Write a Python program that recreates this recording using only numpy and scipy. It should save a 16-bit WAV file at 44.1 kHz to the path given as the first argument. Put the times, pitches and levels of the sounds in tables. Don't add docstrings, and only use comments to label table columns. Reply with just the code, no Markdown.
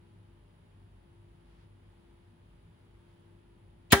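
import sys
import numpy as np
from scipy import signal
from scipy.fft import rfft, irfft
from scipy.io import wavfile

SR = 44100
rng = np.random.default_rng(int(sys.argv[2]) if len(sys.argv) > 2 else 0)


def generate_wav(sig):
    pcm = np.round(np.clip(np.atleast_2d(sig).T, -1, 1) * 32767).astype(np.int16)
    wavfile.write(sys.argv[1], SR, pcm)


N = 176400
HZ, TIME = np.fft.rfftfreq(N, 1 / SR), np.arange(N) / SR
BACKGROUND_LAG_S = np.array([[0.00034], [0]])

# frequency_hz, level_db
AIR_SPECTRUM = [(20, -25.5), (32, -17.5), (46, 2.5), (62, -5), (85, -1), (160, -5.5), (240, -10),
                (330, -15), (520, -20.5), (760, -24), (890, -18), (1100, -25), (1800, -27), (2700, -30.5),
                (3100, -29), (3900, -34), (4300, -37.5), (4900, -38), (5500, -45.5), (7400, -45),
                (9400, -47.5), (10900, -47.5), (12800, -66), (14200, -66), (14600, -46), (15700, -42.5)]
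# frequency_hz, correlation
AIR_CORRELATION = [(60, .96), (120, 1), (200, 0.76), (380, 0.32), (700, -0.14), (2400, 0.13), (10000, 0.04)]
# frequency_hz, balance_db
AIR_BALANCE = [(40, -1.5), (120, 2), (400, 3.5), (1500, -1.6), (10000, 0.8)]
# pitch_hz, level_db, balance_db
HUM_PARTIALS = [(48.4, -67.5, .5), (99.2, -64, 0.5), (169, -75.5, -0.5), (343, -72, 7.5),
                (398.5, -79.5, 3.5), (476, -86, -3.5), (593, -85.5, 3), (702, -87, 1), (844, -84.5, 0.5),
                (1080, -90.5, 3), (1150, -90.5, 2)]
# centre_s, half_width_s, level_db
RUSTLE_SWELLS = [(1.524, 0.079, -75), (1.623, 0.037, -74), (3.1, .05, -79)]
# frequency_hz, level_db
RUSTLE_SPECTRUM = [(300, -13), (1100, 3), (1800, 0), (3200, -3), (5000, -8), (6300, -16), (9000, -24),
                   (14000, -40)]
# frequency_hz, level_db
LATCH_SPECTRUM = [(100, -8), (800, -3), (1200, -17), (1800, -15), (2600, 4), (4000, 0), (5800, -15),
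                  (7400, 0.5), (8600, -38), (16000, -47)]
# start_s, relative_level_db, tilt_db_per_octave, balance_db
CASE_IMPACTS = [(3.9215, -8, 6, -1), (3.924, 1.5, 0, -0.5), (3.9250, 2, 3, -2), (3.9277, 2.5, -0.5, 1),
                (3.9295, 2.5, -2, 0.5), (3.9312, 0.5, -2.5, 0), (3.9372, -4, -3, 4)]
# frequency_hz, level_db
CASE_SPECTRUM = [(60, -32), (200, -9), (500, -0.5), (1000, -0.5), (1400, 3), (1950, 7), (2400, -4),
                 (3500, -0.5), (4500, -4), (5800, -5.5), (7800, -11), (9400, -9.5), (9950, 0.5),
                 (10700, -8), (12200, -8), (13500, -30), (15000, -6), (16000, -11)]
# frequency_hz, t60_s
CASE_DECAY = [(100, 0.046), (600, .07), (1800, .05), (3500, 0.033), (8000, 0.029), (15000, .018)]
# centre_s, half_width_s, level_db, balance_db
JOLT_PULSES = [(3.9242, 0.00019, -10.5, -3), (3.928, 0.00016, -15.5, 5), (3.9311, .0018, -8.5, 1.5)]
# frequency_hz, level_db
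ROOM_SPECTRUM = [(80, -22), (250, -13), (700, -15.5), (1500, -10.5), (2500, -11.5), (5000, -11),
                 (8000, -8.5), (11000, -16), (15000, -13)]
# frequency_hz, t60_s
ROOM_DECAY = [(100, 0.17), (700, .33), (2000, .3), (7000, .32), (15000, 0.23)]
# pitch_hz, level_db, t60_s, balance_db
SPRING_MODES = [(395.4, -24.5, 0.57, 3.5), (801, -33, 0.76, 2.5), (1183, -36.5, 0.46, 4),
                (1606, -31.5, 0.41, 6), (2670, -46, 0.23, 6), (3050, -40, .2, 0)]
# pitch_hz, level_db, t60_s, balance_db
BOARD_MODES = [(67, -19.5, 0.11, 1.5), (113, -18, 0.04, 4.5), (218, -26, 0.079, 4), (314, -34, 0.074, 2),
               (561, -20, 0.079, 3), (706, -22.5, 0.091, 6), (860, -28.5, 0.067, 7), (977, -25.5, 0.067, 6),
               (1293, -29.5, 0.093, -1), (1366, -25, .08, 0), (1640, -25.5, 0.08, -3), (1770, -27, 0.13, 4),
               (1920, -26.5, 0.11, -7), (1980, -25, 0.1, -6), (2295, -27, 0.1, -6)]


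def amp(db):
    return 10 ** (np.asarray(db) / 20)


def unit(x):
    return x / np.sqrt(np.mean(x ** 2) + 1e-20)


def curve(points, hz):
    frequency_hz, value = np.transpose(points)
    return np.interp(np.log(hz + 1), np.log(frequency_hz + 1), value)


def pan(balance_db):
    return amp(np.array([[.5], [-.5]]) * balance_db)


def add(mix, start_s, sound):
    part = mix[:, round(start_s * SR):][:, :sound.shape[1]]
    part += sound[:, :part.shape[1]]


def correlate(pair, correlation):
    mid = np.sqrt((1 + correlation) / 2) * pair[0]
    side = np.sqrt((1 - correlation) / 2) * pair[1]
    return np.array([mid + side, mid - side])


def wander(rate_hz):
    return unit(irfft(rfft(rng.standard_normal(N)) * np.exp(-(HZ / rate_hz) ** 2), N))


def coloured_noise(spectrum):
    return unit(irfft(rfft(rng.standard_normal((2, N))) * amp(curve(spectrum, HZ)), N))


def dense_modes(spectrum, decay, correlation, tilt_db_per_octave=0, size=8192, bands=28):
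    hz = np.fft.rfftfreq(size, 1 / SR)
    centres_hz = np.geomspace(60, 16000, bands)
    coherence = correlation + (1 - correlation) / (1 + (hz / 450) ** 2)
    phases = np.exp(2j * np.pi * rng.random((2, len(hz))))
    tilt_db = tilt_db_per_octave * np.log2(np.maximum(hz, 500) / 3000)
    modes = correlate(phases, coherence) * amp(curve(spectrum, hz) + tilt_db)
    out = np.zeros((2, size))
    for centre_hz, weights in zip(centres_hz, np.eye(bands)):
        band = irfft(modes * np.interp(np.log(hz + 1), np.log(centres_hz), weights), size)
        envelope = np.exp(-np.log(1000) * TIME[:size] / curve(decay, centre_hz))
        out += unit(band * envelope) * band.std()
    return out


def damped_mode(pitch_hz, level_db, t60_s, balance_db, left_lag_s):
    t = TIME[:SR // 2]
    envelope = amp(level_db) * np.exp(-np.log(1000) * t / t60_s)
    delayed = t - np.array([[.5], [-.5]]) * left_lag_s
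    return pan(balance_db) * envelope * np.sin(2 * np.pi * pitch_hz * delayed)


def air(level_db=-60.5, crossover_hz=700, swell_db=0.52):
    noise = correlate(rfft(rng.standard_normal((2, N))), curve(AIR_CORRELATION, HZ))
    delay = np.exp(-2j * np.pi * HZ * BACKGROUND_LAG_S)
    colour = amp(curve(AIR_SPECTRUM, HZ)) * pan(curve(AIR_BALANCE, HZ))
    floor = unit(irfft(noise * delay * colour, N))
    rumble = irfft(rfft(floor) / (1 + (HZ / crossover_hz) ** 2), N)
    hiss = (floor - rumble) * amp(swell_db * wander(rate_hz=3.2))
    return amp(level_db) * (rumble + hiss)


def hum(waver_depth=0.34, drift_rad=0.59):
    t = TIME - BACKGROUND_LAG_S
    out = np.zeros((2, N))
    for pitch_hz, level_db, balance_db in HUM_PARTIALS:
        envelope = np.sqrt(2) * amp(level_db) * (1 + waver_depth * wander(rate_hz=4))
        phase = 2 * np.pi * pitch_hz * t + drift_rad * wander(rate_hz=2)
        out += pan(balance_db) * envelope * np.sin(phase)
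    return out


def whine(pitch_hz=9995, pulse_hz=100, level_db=-88, swing_rad=0.7):
    pulse, carrier = 2 * np.pi * pulse_hz * TIME, 2 * np.pi * pitch_hz * TIME
    tone = np.sin(carrier + swing_rad * np.sin(pulse))
    fuzz = 0.54 * wander(rate_hz=220) * np.cos(carrier)
    envelope = 1 + 0.52 * np.cos(pulse) - 0.39 * np.cos(2 * pulse)
    return amp(level_db) * unit((tone + fuzz) * envelope)


def rustles():
    envelope = sum(amp(level_db) * np.exp(-((TIME - centre_s) / half_width_s) ** 2)
                   for centre_s, half_width_s, level_db in RUSTLE_SWELLS)
    return envelope * coloured_noise(RUSTLE_SPECTRUM)


def bump(centre_s=2.69, half_width_s=0.032, pitch_hz=167, level_db=-56):
    envelope = amp(level_db) * np.exp(-((TIME - centre_s) / half_width_s) ** 2)
    return envelope * np.sin(2 * np.pi * pitch_hz * TIME)


def latch_scrape(slip_s=3.904, release_s=3.924, final_db=-26.5, growth_db_per_s=1200):
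    slipping = (TIME > slip_s) & (TIME < release_s)
    envelope = amp(final_db + growth_db_per_s * np.clip(TIME - release_s, -1, 0))
    return slipping * envelope * coloured_noise(LATCH_SPECTRUM)


def case_cracks(gain_db=10, rise_s=0.00033):
    out = np.zeros((2, N))
    for start_s, level_db, tilt, balance_db in CASE_IMPACTS:
        crack = dense_modes(CASE_SPECTRUM, CASE_DECAY, correlation=0.061, tilt_db_per_octave=tilt)
        attack = np.minimum(TIME[:crack.shape[1]] / rise_s, 1)
        add(out, start_s, amp(gain_db + level_db) * pan(balance_db) * attack * crack)
    return out


def jolts():
    out = np.zeros((2, N))
    for centre_s, half_width_s, level_db, balance_db in JOLT_PULSES:
        u = (TIME - centre_s) / half_width_s
        acceleration = (2 * u ** 2 - 1) * np.exp(-u ** 2)
        out += amp(level_db) * pan(balance_db) * acceleration
    return out


def reverberation(source, delay_s=0.005):
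    response = dense_modes(ROOM_SPECTRUM, ROOM_DECAY, correlation=0.19)
    out = np.zeros((2, N))
    add(out, delay_s, signal.oaconvolve(source, response, axes=1))
    return out


def spring_ring():
    return sum(damped_mode(*row, left_lag_s=-0.000088) for row in SPRING_MODES)


def board_thump():
    return sum((-1) ** k * damped_mode(*row, left_lag_s=0.00013) for k, row in enumerate(BOARD_MODES))


def scene():
    background = air() + hum() + whine() + rustles() + bump()
    breaker = latch_scrape() + case_cracks() + jolts()
    add(breaker, start_s=3.9295, sound=spring_ring())
    add(breaker, start_s=3.9311, sound=board_thump())
    low_cut = signal.butter(2, 43, "high", fs=SR, output="sos")
    direct = signal.sosfilt(low_cut, breaker)
    return background + direct + reverberation(direct)


def record(dry):
    ceiling, cutoff_hz = 0.9, 15850
    rounded = dry / (1 + (dry / ceiling) ** 6) ** (1 / 6)
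    low_pass = signal.firwin(511, cutoff_hz, window=("kaiser", 9), fs=SR)
    return signal.oaconvolve(rounded, low_pass[None], "same")


dry = scene()
out = record(dry)
generate_wav(out)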